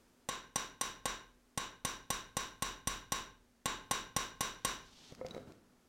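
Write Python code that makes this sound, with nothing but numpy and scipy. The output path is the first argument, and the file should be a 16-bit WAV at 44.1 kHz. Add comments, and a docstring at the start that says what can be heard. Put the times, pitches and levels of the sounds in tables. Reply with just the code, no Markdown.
"""A hard-walled workshop, one microphone near the bench anvil. A small hammer taps a metal ring on the
anvil's horn in three runs of quick blows: each is a steel clack, a thud through the bench and a thin
ringing of the anvil, answered by the room. Then a sleeve brushes past and the hammer is laid on the
wooden bench with a few knocks, ticks and a short slide. Quiet air and a faint hum lie behind it all."""
import sys
import numpy as np
from scipy import signal
from scipy.fft import rfft, irfft, next_fast_len
from scipy.io import wavfile
from scipy.ndimage import map_coordinates

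SR = 44100
rng = np.random.default_rng(int(sys.argv[2]) if len(sys.argv) > 2 else 0)


def to_wav(sig):
    """Store sig (one row per channel, or 1-D mono) as 16-bit WAV at the path in sys.argv[1].

    Samples outside -1..1 are clipped; the rate is SR.
    """
    pcm = np.clip(np.atleast_2d(sig), -1, 1) * 32767
    pcm = np.round(pcm).astype(np.int16)
    wavfile.write(sys.argv[1], SR, pcm.T)  # frames by channels


N = 259344

# Blows on the horn: t/s, level/dB, seating/dB (how squarely the face drives the ring), steel ping/dB
HAMMER_BLOWS = [(0.2881, -2, -3, -0.5), (0.558, -0.96, -3, 5.5), (0.8114, -1, 0.5, 3),
                (1.0556, 0, -3.5, 2.5), (1.5755, -1.5, -2, -1), (1.849, -1.16, -0.5, 3.5),
                (2.1033, -0.5, 0.5, 1.5), (2.368, -0.7, -1, 3.5), (2.6226, -0.4, 1, -0.5),
                (2.8727, -0.5, 4, -3.5), (3.1204, 0.1, 0.5, 0.5), (3.657, 1.5, 0, -7.5),
                (3.911, 2.05, 0, -1.5), (4.164, 1, -1.5, 3.5), (4.4074, 0.65, -1, 3), (4.6482, 1.5, 0.5, 1)]
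# Spectrum of the crack of contact: f/Hz, level/dB
CRACK_SPECTRUM = [(40, -28), (150, 2.5), (400, -6.5), (680, -5.5), (950, -1), (1300, -9), (1950, 2),
                  (2400, -7.5), (3700, -2), (5000, -7), (6500, -2), (8000, -10.5), (10200, -10),
                  (12500, -16.5), (16000, -29)]
# Modes of hammer head and ring, damped by the hand: f/Hz, level/dB, t60/s
STEEL_MODES = [(2737, -42, .03), (3017, -42, .03), (3208, -41, .035), (3499, -42, .03), (3962, -42, .03),
               (4605, -41, .03), (5846, -24.5, .028), (7415, -32.5, .022), (7550, -32.5, .022),
               (8470, -27.5, .025), (9544, -34, .042), (11961, -45, .027), (12362, -47, .027),
               (13320, -36.5, .024), (14793, -47, .027)]
# Modes of the anvil: f/Hz, level/dB, t60/s
ANVIL_MODES = [(1059, -44.5, .38), (1068, -28, .07), (1125, -42.5, .32), (1405, -54, .3), (1545, -50, .28),
               (1574, -50.5, .45), (1580, -40, .06), (1787, -57, .45), (2143, -62, .5), (2182, -42, .06),
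               (2853, -51, .36), (3128, -56, .25), (3692, -53, .3), (3846, -50, .33), (3871, -56, .45),
               (5831, -49, .35)]
# Modes of the bench under it: f/Hz, level/dB, t60/s
BENCH_MODES = [(36.4, -59.5, 0.92), (41.54, -57, 0.93), (134, -35.5, 0.024), (165, -40, 0.026),
               (247, -34.5, 0.022), (273.5, -59.5, 0.68), (499, -40, 0.048), (817, -38.5, 0.039),
               (870, -56, 0.56)]
# A square blow rocks the bench more, knocks less hollow and has a keener edge:
# f/Hz, lift/(dB per dB of seating), lift/(dB per dB of ping)
TOUCH_COLOUR = [(71, 1.13, 0), (170, 0.1, 0), (300, 0.18, 0), (500, -0.47, 0), (1000, -0.12, 0),
                (4020, 0, 0), (5860, 0.5, 0.5), (7200, 0, 0), (8600, 0.8, 0.5)]
def hammering(walls):
    """Blows land on nearly the same spot, so their cracks and echoes are much alike."""
    out, t = np.zeros(N), np.arange(len(walls)) / SR
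    contact = rng.standard_normal(len(t))
    echo_colour = clang_colour()
    pressure_front = coloured(signal.unit_impulse(len(t)), [(1500, -10), (3500, -12), (8000, -18)])
    recoil_s, recoil_width_s = 0.00356, 0.00083
    u = (t - recoil_s) / recoil_width_s
    recoil = amp(-28.5) * u * np.exp(-u ** 2)  # the anvil sinks into its bench and springs back
    for s, db, seating_db, ping_db in HAMMER_BLOWS:
        rattle = chatter(varied(contact, change=0.02), t, t60=0.082)
        crack = coloured(0.83 * rattle + pressure_front, CRACK_SPECTRUM)
        steel = ringing(STEEL_MODES, t, attack_s=0.0015, scatter_db=2.1, detune_hz=21)
        anvil = ringing(ANVIL_MODES, t, attack_s=0.00073, scatter_db=0.9, detune_hz=1)
        bench = recoil - ringing(BENCH_MODES, t, attack_s=0.00054, scatter_db=3.5, detune_hz=1.5)
        direct = amp(-0.5) * (crack + anvil) + amp(1) * steel + amp(1.5) * bench
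        reflections = room_answer(varied(walls, change=0.1), gap_s=0.0077, build_s=0.028)
        echo = amp(-1.03) * coloured(reflections, echo_colour)
        touch = [(hz, seating * seating_db + ping * ping_db) for hz, seating, ping in TOUCH_COLOUR]
        add(out, s, amp(db) * coloured(direct + echo, touch))
    return out


def chatter(noise, t, t60):
    """Metal chatters briefly on metal: a burst even across frequency, of energy 1."""
    spectrum = rfft(noise * fade(t, t60))
    burst = irfft(spectrum / np.abs(spectrum), len(t)) * fade(t, 4 * t60)
    return burst / np.linalg.norm(burst)


# The handle bumps the bench: t/s, level/dB, thump over knock/dB, t60/s of the knock's extra damping
HANDLE_KNOCKS = [(5.1227, -50.5, 11, 0.033), (5.2122, -39, -20, 0.58), (5.2473, -40.5, -5, 1),
                 (5.346, -41, -19, 0.068), (5.3648, -42, -21, 0.044), (5.378, -43, -19, 0.053),
                 (5.478, -58, 7, .03)]
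# Modes of the bench top where it lands: f/Hz, level/dB, t60/s
WOOD_MODES = [(336, 7, 0.0095), (524, 4, 0.12), (713, -7, 0.048), (980, -5, 0.019), (1290, -10.5, 0.066),
              (1800, -12, 0.016), (2150, -10, .04)]
# The head touches down: t/s, level/dB, clink over tick/dB
HEAD_TICKS = [(5.1224, -53, -25), (5.1495, -48, -25), (5.265, -45, -34), (5.285, -49, -25), (5.309, -53, 5),
              (5.347, -52.5, 4), (5.378, -63, 6), (5.521, -55, -22)]
# Spectrum of its dry tick: f/Hz, level/dB
TICK_SPECTRUM = [(1000, -7), (3000, -8), (5000, -4), (6600, -8), (8000, -18), (15000, -26)]
# Modes of the clinking head: f/Hz, level/dB, t60/s
CLINK_MODES = [(2140, -25, .05), (3900, 2, 0.029), (4000, -12, .04), (6150, -13, 0.044)]
# Spectrum of the handle sliding on wood: f/Hz, level/dB
SCRAPE_SPECTRUM = [(29, -39.5), (50, -10), (217, -2), (270, -1), (701, -12), (1010, -17.5), (1380, -16),
                   (2030, -25.5), (4000, -28), (6000, -31.5), (12000, -42.5)]
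def laying_down():
    """Handle and head bump on the bench top, then slide to rest."""
    out, t = np.zeros(N), np.arange(SR // 4) / SR
    for s, db, thump_db, damping_t60 in HANDLE_KNOCKS:
        thump = ringing([(128, 1.5, 0.037)], t, attack_s=0.00048, scatter_db=1, detune_hz=10)
        knock = ringing(WOOD_MODES, t, attack_s=0.00025, scatter_db=3, detune_hz=10)
        add(out, s, amp(db) * (knock * fade(t, damping_t60) + amp(thump_db) * thump))
    for s, db, clink_db in HEAD_TICKS:
        tick = unit(coloured(rng.standard_normal(len(t)), TICK_SPECTRUM)) * fade(t, t60=0.013)
        clink = ringing(CLINK_MODES, t, attack_s=0.0003, scatter_db=5, detune_hz=8.9)
        add(out, s, amp(db) * (tick + amp(clink_db) * clink))
    scrape = rush(SCRAPE_SPECTRUM, flutter_db=3, flutter_hz=70)
    return out + swell(peak_s=5.372, db=-52, rise_db_per_s=40, fall_db_per_s=63) * scrape


# Spectrum of rubbing cloth: f/Hz, level/dB
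CLOTH_SPECTRUM = [(470, -50), (800, -3), (1060, -5), (1100, -7), (1270, -7.5), (2060, -7.5), (3200, 1.5),
                  (5910, -1.5), (15000, -29)]
def sleeve():
    """Cloth brushes softly as the arm reaches across, swelling slowly and stopping."""
    cloth = rush(CLOTH_SPECTRUM, flutter_db=1, flutter_hz=60)
    return swell(peak_s=5.1, db=-59.5, rise_db_per_s=30, fall_db_per_s=159) * cloth


# Spectrum of a blow coming back from the walls: f/Hz, level/dB
ROOM_SPECTRUM = [(35, -9), (110, -7.5), (230, -5), (380, 0), (570, -2), (700, -6), (950, -3.5), (1300, -3),
                 (2300, -3.5), (3400, -6.5), (4800, -10), (6400, -9), (7500, -2.5), (8700, -19.5),
                 (11500, -21), (15000, -26.5)]
# Steel resonances in that echo: f/Hz, width/Hz, lift/dB
CLANG_PEAKS = [(1052, 128, 13), (1569, 165, 10), (2925, 114, 7), (3807, 410, 10.5), (5824, 440, 13.5),
               (8470, 170, 8), (9660, 390, 13.5), (13650, 600, 2)]
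def clang_colour():
    """The room's broad colour with the steel resonances standing out, as rows of f/Hz, level/dB."""
    hz = np.geomspace(20, SR / 2, 1500)
    lifts = sum(db / (1 + (2 * (hz - centre) / width) ** 2) for centre, width, db in CLANG_PEAKS)
    return np.transpose([hz, along(ROOM_SPECTRUM, hz) + lifts])


# Reverberation of the workshop: f/Hz, t60/s
ROOM_DECAY = [(60, 0.95), (250, 0.39), (1000, 0.4), (3500, 0.37), (6000, 0.31), (9000, 0.25), (15000, 0.35)]
def room_answer(walls, gap_s, build_s):
    """Reflections reach the microphone after a gap and thicken; each frequency dies at its own speed."""
    hz, frame_s, spectra = signal.stft(walls, SR, nperseg=256)
    decay = fade(frame_s, along(ROOM_DECAY, hz)[:, None])
    tail = signal.istft(spectra * decay, SR, nperseg=256)[1][:len(walls)]
    since_gap = np.maximum(np.arange(len(tail)) / SR - gap_s, 0)
    tail *= 1 - np.exp(-since_gap / build_s)
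    return tail / np.linalg.norm(tail)


# Spectrum of the air around the microphone: f/Hz, level/dB
AIR_SPECTRUM = [(25, -8.5), (60, -7), (125, -13.5), (250, -10), (350, -10), (460, -13), (750, -18),
                (1400, -20), (3000, -26.5), (6400, -26.5), (12000, -32.5), (16000, -36.5)]
def room_tone(hum_hz=245.6, settle_s=0.22):
    """Quiet workshop air, a little louder at first, with a faint, wavering hum."""
    t = np.arange(N) / SR
    drift = np.cumsum(rng.standard_normal(N)) / np.sqrt(SR)
    hum = amp(-72.5) * np.sin(2 * np.pi * hum_hz * t + 4 * drift)
    air = rush(AIR_SPECTRUM, flutter_db=0.8, flutter_hz=6)
    return hum + amp(-72 + 3.5 * np.exp(-t / settle_s)) * air


def ringing(modes, t, attack_s, scatter_db, detune_hz):
    """Damped modes, a little different in strength and pitch at every contact."""
    hz, db, t60 = np.transpose(modes)[:, :, None]
    size, shift = rng.standard_normal((2, len(modes), 1))
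    envelopes = amp(db + scatter_db * size) * fade(t, t60)
    waves = envelopes * np.sin(2 * np.pi * (hz + detune_hz * shift) * t)
    sign = (-1) ** np.arange(len(modes))  # neighbouring modes swing opposite ways
    return sign @ waves * (1 - np.exp(-t / attack_s))


def rush(spectrum, flutter_db, flutter_hz):
    """Coloured noise of rms 1 whose level flutters at random."""
    flutter = map_coordinates(rng.standard_normal(N), [np.arange(N) * flutter_hz / SR], order=1)
    return unit(coloured(rng.standard_normal(N), spectrum) * amp(flutter_db * flutter))


def swell(peak_s, db, rise_db_per_s, fall_db_per_s):
    """Gain of a stroke that grows to its peak and dies away."""
    t = np.arange(N) / SR - peak_s
    return amp(db + np.minimum(rise_db_per_s * t, -fall_db_per_s * t))


def varied(pattern, change):
    """A noise pattern with a share of its power drawn anew."""
    return np.sqrt(1 - change) * pattern + np.sqrt(change) * rng.standard_normal(len(pattern))


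def coloured(x, points):
    """x through a minimum-phase filter shaped by rows of f/Hz, level/dB."""
    m = 2 * next_fast_len(len(x))
    gain = amp(along(points, np.fft.rfftfreq(m, 1 / SR)))
    cepstrum = irfft(np.log(gain), m)
    cepstrum[1:m // 2] *= 2
    cepstrum[m // 2 + 1:] = 0
    return irfft(rfft(x, m) * np.exp(rfft(cepstrum)), m)[:len(x)]


def along(points, hz):
    """Rows of f/Hz, value, read on a log frequency axis."""
    f, values = np.transpose(points)
    return np.interp(np.log(hz + 1), np.log(f), values)


def fade(t, t60):
    """Falls by 60 dB in t60."""
    return np.exp(-np.log(1000) * t / t60)


def amp(db):
    """Decibels to gain."""
    return 10 ** (np.asarray(db) / 20)


def unit(x):
    """Scaled to rms 1."""
    return x / np.sqrt(np.mean(x ** 2) + 1e-20)


def add(track, s, sound):
    """Mix a sound into the track at time s."""
    start = round(s * SR)
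    track[start:start + len(sound)] += sound[:N - start]


def scene():
    """At the microphone, in mono: blows and handling echo off the same walls, over the room tone."""
    walls = rng.standard_normal(SR * 3 // 4)  # the pattern of reflections
    handling = laying_down()
    handling_echo = signal.fftconvolve(handling, room_answer(walls, gap_s=0.0037, build_s=0.036))[:N]
    return (hammering(walls) + handling + amp(-13) * handling_echo + sleeve() + room_tone())[None]


def record(dry):
    """The recorder keeps nothing above its band limit."""
    top_hz = 15900
    m = next_fast_len(N + SR // 2)
    passband = np.fft.rfftfreq(m, 1 / SR) < top_hz
    return irfft(rfft(dry, m) * passband, m)[..., :N]


dry = scene()
out = record(dry)
to_wav(out)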